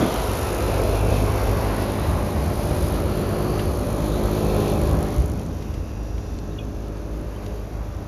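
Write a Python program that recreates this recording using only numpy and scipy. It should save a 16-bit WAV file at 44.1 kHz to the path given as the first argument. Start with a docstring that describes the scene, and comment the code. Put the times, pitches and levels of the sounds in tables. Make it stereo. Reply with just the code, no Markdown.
"""Walking round an outdoor condenser

A hand-held phone passes the coil, goes over the fan grille, then behind the cabinet. Fan air rumbles,
rushes, hisses and slaps the microphone. The compressor hums and puffs gas on every turn, while a second
motor whines and makes the cabinet buzz. Grit ticks underfoot and a bird chirps far off.
The treble reaches the phone's two microphone openings (ports) slightly out of step."""
import sys
import numpy as np
from scipy import signal
from scipy.fft import rfft, irfft, next_fast_len
from scipy.io import wavfile
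from scipy.ndimage import uniform_filter1d

SR = 44100
rng = np.random.default_rng(int(sys.argv[2]) if len(sys.argv) > 2 else 0)


def put_to_file(sound):
    """Save the sound as 16-bit audio at rate SR, in the file named by the first command-line argument."""
    columns = np.atleast_2d(sound).T  # one column per channel
    safe = np.clip(columns, -1, 1)
    whole_steps = np.round(safe * 32767)
    wavfile.write(sys.argv[1], SR, whole_steps.astype(np.int16))


N = 356283
TIME = np.arange(N) / SR
SIZE = next_fast_len(N)
FREQ = np.arange(SIZE // 2 + 1) * SR / SIZE + 1
SIDES = np.array([[1], [-1]])  # plus for left, minus for right
SECOND_MOTOR_HZ = 58.88  # turns per second

# Fan air along the walk: time_s, coil_roar_db, blade_rush_db, grille_hiss_db, left_minus_right_db
FAN_AIR = [(0, -25.5, -28.5, -35, -0.5), (.3, -32, -31, -38, 1), (.6, -28, -32, -41, 0.5),
           (.9, -25.5, -32.5, -41, 0.5), (1.25, -29, -32, -39, -0.5), (1.75, -33.5, -31, -39.5, -1.5),
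           (2.2, -36, -34, -42, -1.5), (2.55, -32, -36, -43, -1), (3.45, -32, -34.5, -42.5, -1.5),
           (3.8, -34, -39.5, -43.5, -1), (4.2, -33.5, -36, -43, -0.5), (4.45, -27.5, -38, -40.5, 1),
           (4.7, -30, -40, -40.5, 0), (4.98, -31, -37.5, -44.5, -1), (5.07, -35.5, -38.5, -45, 0),
           (5.15, -35.5, -45, -43.5, -1), (5.32, -39, -48, -50.5, -1.5), (5.6, -43, -49, -50, -3.5),
           (5.9, -42.5, -53, -54.5, -3), (6.4, -44, -54, -52.5, -1), (7.1, -46, -46.5, -55.5, -1.5),
           (7.5, -41.5, -44.5, -52, -1), (8.08, -46, -46.5, -53.5, -1.5)]
# How fast the compressor turns: time_s, rate_hz
COMPRESSOR_RATE = [(0, 51.77), (.6, 51.73), (1.1, 51.7), (1.7, 51.75), (2.3, 51.78), (2.9, 51.78),
                   (3.5, 51.81), (4.1, 51.84), (4.7, 51.8), (5.2, 51.75), (5.7, 51.75), (6.4, 51.74),
                   (7.1, 51.71), (8.08, 51.7)]


def undb(db):
    """Turn decibels into a gain to multiply by."""
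    return 10 ** (np.asarray(db) / 20)


def curves(table):
    """Join a table's rows with straight lines in time, giving one curve per value column."""
    times, *columns = np.transpose(table)
    return [np.interp(TIME, times, column) for column in columns]


def shape(points):
    """Gain at each frequency from (pitch_hz, level_db) points, falling 24 dB an octave past the ends."""
    hz, db = np.transpose(points)
    octaves_outside = np.maximum(np.log2(FREQ / hz[-1]), 0) + np.maximum(np.log2(hz[0] / FREQ), 0)
    return undb(np.interp(np.log(FREQ), np.log(hz), db) - 24 * octaves_outside)


def wander(rate_hz):
    """A smooth random wobble, about 1 in size, with rate_hz new values a second."""
    hold = int(SR / rate_hz)
    steps = np.repeat(rng.standard_normal(N // hold + 1), hold)
    return 1.3 * uniform_filter1d(uniform_filter1d(steps, hold), hold)[:N]


def noise(points, spread_db=0):
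    """Shaped noise in two rows: a direct part of strength 1 and a scattered part that adds width."""
    # Scattered sound compared with direct sound: pitch_hz, level_db
    scattered = [(20, -22), (60, -14), (150, -11), (300, -10.5), (500, -7.5), (800, -6), (1500, -5.5),
                 (3000, -5.5), (5500, -4.5), (7500, -38), (18000, -34)]
    colour = shape(points) * np.array([np.ones(len(FREQ)), shape(scattered) * undb(spread_db)])
    parts = irfft(rfft(rng.standard_normal((2, SIZE))) * colour, SIZE)[:, :N]
    return parts / parts[0].std()


def shade():
    """Going behind the cabinet: how hidden the phone is (0 to 1), seconds walked before, seconds after."""
    start_s, end_s = 5.0, 5.36
    return np.interp(TIME, [start_s, end_s], [0, 1]), np.minimum(TIME, start_s), np.maximum(TIME - end_s, 0)


def fan_rumble():
    """Gusty fan wind buffets the ports with deep bass, under a slightly higher drone."""
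    # Tone colours of the buffeting and the drone: pitch_hz, level_db
    buffet_colour = [(25, -15), (40, -11), (55, -2), (75, -4), (100, -6.5), (140, -26.5)]
    drone_colour = [(80, -21), (120, 1), (170, 2), (250, -1), (330, -3), (450, -15.5)]
    # Gusts of fan wind: centre_s, rise_db, half_length_s
    gusts = [(1.098, 0, 0.14), (.05, 4, .1), (2.1, 3.5, 0.1), (2.3, -2, .04), (2.44, 3.5, 0.1),
             (2.56, -1, 0.045), (2.85, 3, 0.2), (3.25, 4, 0.1), (4.2, 0.5, .2), (4.942, 4, 0.13),
             (5.552, 1, 0.15), (6.1, 3.5, 0.1), (6.7, 3.5, 0.18), (7.149, 2, .1)]
    hidden, before_s, after_s = shade()
    gust_db = sum(db * np.exp(-((TIME - s) / length) ** 2) for s, db, length in gusts)
    retreat_db = -2.5 * after_s  # stepping back
    buffet_db = -29.5 - hidden + retreat_db + gust_db
    late_shade_db = np.interp(TIME, [5.14, 6], [0, -7])  # the drone bends round the cabinet, so sinks later
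    grille_db = 15 * np.exp(-(TIME / 0.095) ** 2)  # loud at first, as the phone leaves the grille
    approach_db = 1.0 * before_s  # rising on the way to the cabinet top
    drone_db = -34 + approach_db + late_shade_db + retreat_db + 0.24 * gust_db + grille_db
    buffet = noise(buffet_colour) * undb(buffet_db + 1.7 * wander(7) + 2.0 * wander(19))
    return buffet + noise(drone_colour) * undb(drone_db + 1.2 * wander(9.2))


def fan_air():
    """Swirling air roars in the coil, rushes at the blades and their housing, and hisses at the grille."""
    # Tone colours of those sounds, and of the hiss from behind the cabinet: pitch_hz, level_db
    roar_colour = [(250, -12), (350, -1.5), (480, 0.5), (640, -2.5), (850, -9), (1200, -26.5)]
    rush_colour = [(400, 0.5), (750, 3), (1050, 1), (1350, -3), (1750, -8), (2600, -14)]
    housing_colour = [(850, -10.5), (1000, 2), (1300, -3.5), (1500, -12.5)]
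    hiss_colour = [(1100, -6), (1800, -8), (2500, -4), (3200, -4.5), (4200, -4.5), (5500, -8.5),
                   (8000, -8.5), (15000, -10.5)]
    hidden_hiss_colour = [(1100, -10), (1700, -6.5), (2000, -4.5), (2600, -7.5), (3700, -5.5), (4230, -7),
                          (5000, -8), (5900, -7), (8000, -13), (15000, -12)]
    # A hollow ring, and the rush at the fan housing: time_s, pitch_hz, hollow_db, housing_db
    hollow_and_housing = [(0, 3420, -44, -53), (.3, 2805, -49, -45), (.6, 2600, -47.5, -38.5),
                          (.9, 2660, -49, -44), (1.15, 2440, -43.5, -49), (1.4, 2144, -44.5, -43),
                          (1.7, 2050, -52, -51), (1.9, 2150, -64, -51), (2.3, 2245, -58, -51),
                          (2.7, 2460, -55, -49), (3.1, 2354, -53, -47), (3.45, 2297, -62, -40.5),
                          (3.9, 2500, -64, -45), (4.3, 2520, -51.5, -39), (4.75, 2510, -51, -38.5),
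                          (4.92, 2050, -57, -38), (5.08, 1986, -48, -42), (5.25, 2286, -58, -46.5),
                          (5.6, 2600, -64, -55), (5.95, 2660, -60, -61), (6.3, 2600, -68, -58),
                          (8.08, 2500, -68, -68)]
    # A second, higher hollow ring: time_s, pitch_hz, level_db
    upper_hollow = [(0, 3690, -56), (1, 3690, -60), (1.5, 4400, -58), (2, 3810, -50), (2.5, 4080, -58),
                    (2.9, 3750, -54), (3.3, 4404, -54), (3.6, 4645, -50), (3.9, 4100, -60),
                    (4.15, 3890, -51), (4.35, 4295, -55), (4.6, 3970, -52), (4.85, 4300, -55),
                    (5.2, 4500, -64), (5.45, 4540, -61), (5.7, 4600, -70), (8.08, 4620, -73)]
    roar_db, rush_db, hiss_db, _ = curves(FAN_AIR)
    hollow_hz, hollow_db, housing_db = curves(hollow_and_housing)
    hidden = shade()[0]
    air = noise(roar_colour) * undb(roar_db + 0.58 * wander(14))
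    air += noise(rush_colour) * undb(rush_db + wander(13))
    air += hollow_ring(hollow_hz, hollow_db, width_hz=210)
    air += hollow_ring(*curves(upper_hollow), width_hz=330)
    air += noise(housing_colour) * undb(housing_db + 0.61 * wander(10))
    hiss = np.sqrt(1 - hidden) * noise(hiss_colour) + np.sqrt(hidden) * noise(hidden_hiss_colour)
    return air + hiss * undb(hiss_db + 1.1 * wander(25))


def hollow_ring(hz, db, width_hz):
    """Air rings in the gap between cabinet and phone; the pitch shifts with the gap."""
    slow = [noise([(20, 0), (width_hz, -3)], spread_db=3.0) for _ in range(2)]
    phase = 2 * np.pi * np.cumsum(hz) / SR
    return (slow[0] * np.cos(phase) + slow[1] * np.sin(phase)) * undb(db + wander(5))


def wind_slaps():
    """Fan wind slaps the ports: a few steep waves of bass that swell, hold and fade."""
    # Single slaps: centre_s, level_db, half_length_s, pitch_hz, left_minus_right_db
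    slaps = [(1.11, -17, .014, 72, 2), (1.308, -20, .016, 77.6, 1), (1.511, -23, .016, 76, 1),
             (2.093, -19, .015, 78, 0), (2.129, -18, 0.013, 82, 2), (2.361, -18, 0.019, 84, 1),
             (2.402, -19, 0.014, 75, 0), (2.484, -15.5, 0.016, 78, 3), (2.659, -21, .012, 77, 1),
             (2.717, -15, .015, 68.4, 1), (2.789, -19, 0.012, 78, 0), (2.838, -15, .016, 75, 2),
             (2.922, -20, .015, 74, -1), (3.018, -19, .014, 66, 2), (3.056, -16.5, .015, 78, 2),
             (3.126, -20, .013, 74.6, 7), (4.448, -20, .022, 72, 2), (4.797, -20, .013, 74, 2),
             (4.926, -20, .012, 71, 2), (4.995, -18.5, .02, 73, 1), (5.197, -11, .022, 62, 2),
             (5.241, -16, 0.0099, 90, 2), (5.713, -24, .025, 74, 0)]
    out = 0
    for s, db, length, hz, pan_db in slaps:
        swell = np.exp(-abs((TIME - s) / length) ** 3)
        phase = 2 * np.pi * hz * (TIME - s)
        wave = np.sin(phase) - 0.3 * np.sin(2 * phase)  # the octave makes it steeper
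        out += undb(db + SIDES * pan_db / 2) * swell * wave
    return out


def compressor_hum():
    """Tones at multiples of the turn rate arrive straight and off a far panel, adding or cancelling."""
    # The hum's two paths: time_s, level_change_db, extra_path_m
    paths = [(0, -5, 0.71), (.6, -1, 0.69), (.85, 3, 0.73), (1.1, 7, 0.82), (1.4, 4, 0.75),
             (1.7, 0.5, 0.67), (2.0, -4.5, 0.44), (2.3, -7.5, .34), (2.6, -8, .33), (2.9, -4.5, 0.35),
             (3.5, -1, 0.46), (3.8, -1, 0.7), (4.1, 1, 1.136), (4.7, 2.5, 1.14), (5.2, 1, 1.08),
             (5.7, 2.5, 0.95), (6.4, 2.5, 1.027), (7.1, 3, 1.1), (8.08, -1.5, 1.02)]
    # Multiples 1 to 8: level_db, change_behind_cabinet_db, panel_phase_rad
    strong_tones = [(-34.5, -4.5, -0.85), (-34.5, -8.5, -.51), (-32.5, -11.5, 0.91), (-34.5, -12.5, 0.14),
                    (-41.5, -1.5, -1.53), (-38.5, -9.5, -1.46), (-36.3, -17, -2.5), (-39.5, -7.5, 2.5)]
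    # Higher tones, compared with the average of tones 7 and 8: multiple, level_db
    weak_tones = [(9, -10), (10, -5.5), (11, -8), (13, -13), (15, -18)]
    hz = curves(COMPRESSOR_RATE)[0]
    change_db, extra_m = curves(paths)
    hidden = shade()[0]
    phase = 2 * np.pi * np.cumsum(hz) / SR
    start = 2 * np.pi * rng.random(16)
    hum, gains = 0, []
    for k, (db, shade_db, panel_phase) in enumerate(strong_tones, start=1):
        echo = 0.75 * np.exp(1j * (2 * np.pi * k * hz * extra_m / 343 + panel_phase))  # sound: 343 m/s
        gain = undb(db + change_db + shade_db * hidden) * abs(1 + echo)
        flicker_db = 1.64 * wander(4.075) * (k > 2)
        hum += gain * undb(flicker_db) * np.sin(k * phase + start[k - 1])
        gains.append(gain)
    upper_gain = np.sqrt(gains[-1] * gains[-2])
    for k, db in weak_tones:
        hum += upper_gain * undb(db + 2.1 * wander(2.63)) * np.sin(k * phase + start[int(k)])
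    return hum


def compressor_gas():
    """Gas hisses as the valves open on each turn: a main puff, with a softer side puff before and after."""
    # Gas hiss along the walk: time_s, level_db, puff_depth (0 to 1), side_puffs_db
    gas_levels = [(0, -41, 0.46, -3), (.36, -35, 0.33, -2), (.8, -40, 0.32, -2), (1.25, -41, 0.4, -4),
                  (1.5, -43.5, 0.57, -3), (2.4, -44, 0.35, 1), (2.86, -38, 0.36, 1.5),
                  (3.02, -44, 0.45, -1), (3.6, -43.5, 0.43, 0), (4.3, -44.5, 0.5, 2), (4.75, -42, 0.3, -7),
                  (5.1, -45.5, 0.56, -9), (5.25, -46.5, 0.7, -7), (5.4, -53, 0.75, -7), (5.5, -58, 0.4, -2),
                  (5.8, -59, .4, 0), (6.4, -64, .7, 0), (7.2, -59, 0.55, 3), (8.08, -60, .7, -2)]
    # Its lower part, strong by the coil and the cabinet edge: time_s, level_db
    low_levels = [(0, -45), (.4, -52), (1.4, -55), (1.7, -66), (3.2, -68), (4.3, -53), (5.0, -65),
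                  (5.25, -54), (5.45, -61), (5.8, -65), (8.08, -69)]
    # Tone colours of the hiss and its lower part: pitch_hz, level_db
    gas_colour = [(2500, -3.5), (5000, -4), (7000, -2.5), (9000, 5.5), (11000, 2.5), (13000, -2),
                  (15500, -11)]
    low_colour = [(5300, -19), (5900, -1), (6500, 5), (7200, 6), (7700, -20)]
    # Puffs within one turn, the main one in the first row: centre_turns, half_length_turns, level_db
    valve_puffs = [(0.362, 0.052, 1.5), (0.5, 0.18, -5.5), (0.11, 0.1, -4.5)]
    turns = np.cumsum(curves(COMPRESSOR_RATE)[0]) / SR
    gas_db, depth, side_db = curves(gas_levels)
    scatter_db = 3.5 * rng.standard_normal((N // 800, len(valve_puffs)))  # each puff has its own strength
    puffs = 0
    for k, (centre, length, db) in enumerate(valve_puffs):
        turn, place = np.divmod(turns + 1.5 - centre, 1)
        strength = undb(db + side_db * (k > 0) + scatter_db[turn.astype(int), k])
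        puffs += strength * np.exp(-((place - .5) / length) ** 2)
    pulsing = 1 - depth + depth * puffs / uniform_filter1d(puffs, size=8192)
    pulsing /= np.sqrt(uniform_filter1d(pulsing ** 2, size=8192))  # keeps the average power
    gas = noise(gas_colour) * undb(gas_db) + noise(low_colour) * undb(curves(low_levels)[0])
    return gas * pulsing


def motor_whine():
    """The second motor sings at ten times its turn rate; higher tones ring out behind the cabinet."""
    # Loudness of the whine and of the higher tones: time_s, level_db
    whine_levels = [(0, -63), (1.05, -52), (1.5, -61), (1.9, -52), (2.2, -40.5), (2.8, -40), (3.45, -39.5),
                    (3.9, -35.5), (4.6, -37.5), (5.15, -43.5), (5.3, -51), (5.9, -56), (8.08, -51.5)]
    high_levels = [(0, -80), (5.2, -76), (5.55, -67), (5.9, -65), (6.3, -67), (6.7, -72), (7.2, -71),
                   (8.08, -73)]
    # The higher tones: multiple, level_db
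    high_tones = [(43, -3), (45, 0), (46, -3), (97, -4), (98, -7)]
    phase = 2 * np.pi * SECOND_MOTOR_HZ * TIME
    whine = undb(curves(whine_levels)[0] + 3.1 * wander(5)) * np.sin(10 * phase)
    for k, db in high_tones:
        whine += undb(curves(high_levels)[0] + db + 2.5 * wander(4)) * np.sin(k * phase)
    return whine


def cabinet_buzz():
    """The panels buzz alike on each turn of the second motor, changing slowly as the phone moves."""
    # Tone colour of the panels: pitch_hz, level_db
    panel_colour = [(640, 2), (940, 7), (1350, 1), (1700, 2), (2000, -9), (2400, -4), (2530, 2), (2590, -4),
                    (2650, 6), (2710, 3), (2770, 1), (2830, -6), (2950, -5), (3300, -10), (4300, -16),
                    (4500, -5), (4600, -8), (5200, -8), (5500, -9), (5750, -2), (5950, -7), (6200, -6),
                    (7000, -12)]
    # Loudness of the buzz at the phone: time_s, level_db
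    buzz_levels = [(0, -57), (1.5, -54), (3, -52), (4.5, -57), (5.2, -58), (5.6, -51.5), (6.1, -52.5),
                   (6.6, -53.5), (6.9, -56.5), (7.4, -58), (8.08, -60)]
    steps = 4096  # points in one turn
    place = TIME * SECOND_MOTOR_HZ % 1 * steps
    tone_hz = np.arange(steps // 2 + 1) * SECOND_MOTOR_HZ
    gain = undb(np.interp(tone_hz, *np.transpose(panel_colour), left=-90, right=-90))
    buzz = 0
    for _ in range(3):  # three buzz patterns swell and sink separately
        level_scatter, phase_scatter = rng.standard_normal((2, 2, len(gain)))
        one_turn = irfft(gain * undb(5.5 * level_scatter) * np.exp(9j * phase_scatter))
        one_turn = one_turn / one_turn.std() * undb([[0], [-1.5]])  # direct, scattered
        repeated = np.array([np.interp(place, np.arange(steps), part, period=steps) for part in one_turn])
        buzz += repeated * undb(3 * wander(3))
    return buzz / 2 * undb(curves(buzz_levels)[0])


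def thin_whistle():
    """A faint, very high whistle made of a narrow band of noise."""
    # Its loudness: time_s, level_db
    whistle_levels = [(0, -80), (5, -74), (5.4, -69), (6, -75), (7, -71), (7.6, -71), (8.08, -65)]
    return noise([(14000, -30), (14400, 0), (14800, -30)]) * undb(curves(whistle_levels)[0])


def grit_ticks():
    """Grit underfoot gives short bursts of noise."""
    # Single ticks: start_s, level_db, pitch_hz, left_minus_right_db, decay_s
    ticks = [(1.9694, -45, 3710, 2, .008), (3.5903, -27.5, 2120, 1, 0.015), (5.4626, -41, 5970, 2, 0.0018),
             (5.6225, -40.5, 3200, 11, .005), (5.739, -39.5, 3800, 9, 0.0052), (6.179, -39, 2470, 5, .006),
             (6.387, -38.5, 3950, 3.5, 0.003), (6.88, -49, 4500, 3, .005), (6.969, -50, 4770, 3, .005),
             (7.435, -43, 3200, 11, .002), (7.4624, -36, 3200, 5, .003)]
    out, t = np.zeros((2, N)), np.arange(1600) / SR
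    for s, db, hz, pan_db, decay in ticks:
        burst = rng.standard_normal((2, len(t))) * np.exp(-t / decay) * np.minimum(3 * t / decay, 1)
        band = signal.butter(2, [.5 * hz, 1.5 * hz], "band", fs=SR, output="sos")
        tick = signal.sosfilt(band, burst[0] + 2.0 * burst)  # the two sides share some noise
        i = int(s * SR)
        out[:, i:i + len(t)] += undb(db + SIDES * pan_db / 2) * tick
    return out


def bird():
    """Brief raspy whistles that glide fast, then settle, smeared by echoes off walls."""
    # Single chirps: start_s, length_s, start_hz, end_hz, level_db
    chirps = [(6.506, .014, 3900, 3780, -54), (6.52, 0.019, 3820, 3800, -47), (6.53, .012, 3550, 3300, -51),
              (6.577, 0.016, 2930, 2850, -49), (6.579, 0.03, 3700, 3170, -50),
              (6.591, 0.028, 2540, 2490, -45), (7.335, .008, 3000, 2800, -52),
              (7.35, 0.0089, 3200, 2900, -53), (7.36, .008, 3400, 3000, -50)]
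    song = np.zeros(N)
    for s, length, start_hz, end_hz, db in chirps:
        n, i = int(length * SR), int(s * SR)
        hz = end_hz + (start_hz - end_hz) * np.linspace(1, 0, n) ** 2
        song[i:i + n] += undb(db) * np.sqrt(np.hanning(n)) * np.sin(2 * np.pi * np.cumsum(hz) / SR)
    song *= undb(4.5 * wander(300))  # the rasp
    echo_db, echo_decay_s = -8, .02
    tail = rng.standard_normal((2, 4096)) * np.exp(-np.arange(4096) / SR / echo_decay_s)
    tail *= undb(echo_db) / np.sqrt((tail ** 2).sum(axis=1, keepdims=True))
    return song + signal.fftconvolve(song[None], tail, axes=1)[:, :N]


def yard():
    """A steady, mostly low wash of noise stands for the sound coming back from the walls around."""
    # Its tone colour: pitch_hz, level_db
    yard_colour = [(60, 14.5), (150, -1.5), (400, -11), (900, -18.5), (1600, -20.5), (2100, -35),
                   (3700, -57), (6000, -31), (7500, -36), (15500, -56)]
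    return noise(yard_colour, spread_db=7.0) * undb(-36)


def shifting_echoes(sound):
    """Nearby echoes add or cancel as the hand moves: each ninth of an octave swells and sinks at random."""
    spectrum = rfft(sound, SIZE)
    place = 9 * np.log2(np.clip(FREQ, 450, 14000) / 450)
    out = 0
    for k in range(46):
        band = irfft(spectrum * np.clip(1 - abs(place - k), 0, 1), SIZE)[:N]
        out += band * undb(1.2 * (k > 0) * wander(3))  # the lowest band stays steady
    return out


def microphone_ports(direct, scattered):
    """Direct sound reaches the two ports out of step; scattered sound differs between them."""
    # How far the left port is ahead (negative means behind): pitch_hz, phase_rad
    left_lead = [(20, 0), (900, -.1), (1900, -.7), (3500, -.2), (6200, -.4), (7700, -2.7), (8250, -np.pi),
                 (8750, -3.6), (10350, -5.4), (10800, -6.15), (12100, -6.45), (12500, -7.1), (14300, -9.1),
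                 (15000, -3 * np.pi), (18000, -9.6)]
    # How much louder the left port is: pitch_hz, left_minus_right_db
    left_boost = [(20, 1), (150, 1), (300, 1.5), (700, 2.5), (2200, 2.5), (4100, 2.5), (6500, .5),
                  (8000, 0)]
    half_lead = np.interp(FREQ, *np.transpose(left_lead)) / 2
    ports = rfft(direct, SIZE) * np.exp(1j * SIDES * half_lead) + SIDES * rfft(scattered, SIZE)
    ports *= undb(SIDES * np.interp(FREQ, *np.transpose(left_boost)) / 2)
    # turning the phone shifts bass and middle from port to port; the treble stays level
    low_share = np.clip(1.7 - FREQ / 4500, 0, 1)
    low = irfft(ports * low_share, SIZE)[:, :N]
    high = irfft(ports * (1 - low_share), SIZE)[:, :N]
    pan_db = curves(FAN_AIR)[-1]
    return low * undb(SIDES * (pan_db - pan_db.mean()) / 2) + high


def scene():
    """The machine and the yard as the two ports hear them, plus grit, bird and wind slaps."""
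    direct, scattered = fan_rumble() + fan_air() + compressor_gas() + cabinet_buzz() + thin_whistle()
    wash = yard()
    direct = shifting_echoes(direct)
    tones = np.sqrt(2) * (compressor_hum() + motor_whine())
    tones = tones * np.array([[1], [0.03]])  # a little stronger at the left port
    direct, scattered = np.array([direct, scattered]) + wash + tones
    return microphone_ports(direct, scattered) + grit_ticks() + bird() + wind_slaps()


def record(dry):
    """The phone cuts the deepest bass and the highest treble."""
    bottom_hz, top_hz = 30, 15600
    dry = signal.sosfilt(signal.butter(2, bottom_hz, "high", fs=SR, output="sos"), dry)
    return signal.sosfilt(signal.ellip(12, .2, 80, top_hz, fs=SR, output="sos"), dry)


dry = scene()
out = record(dry)
put_to_file(out)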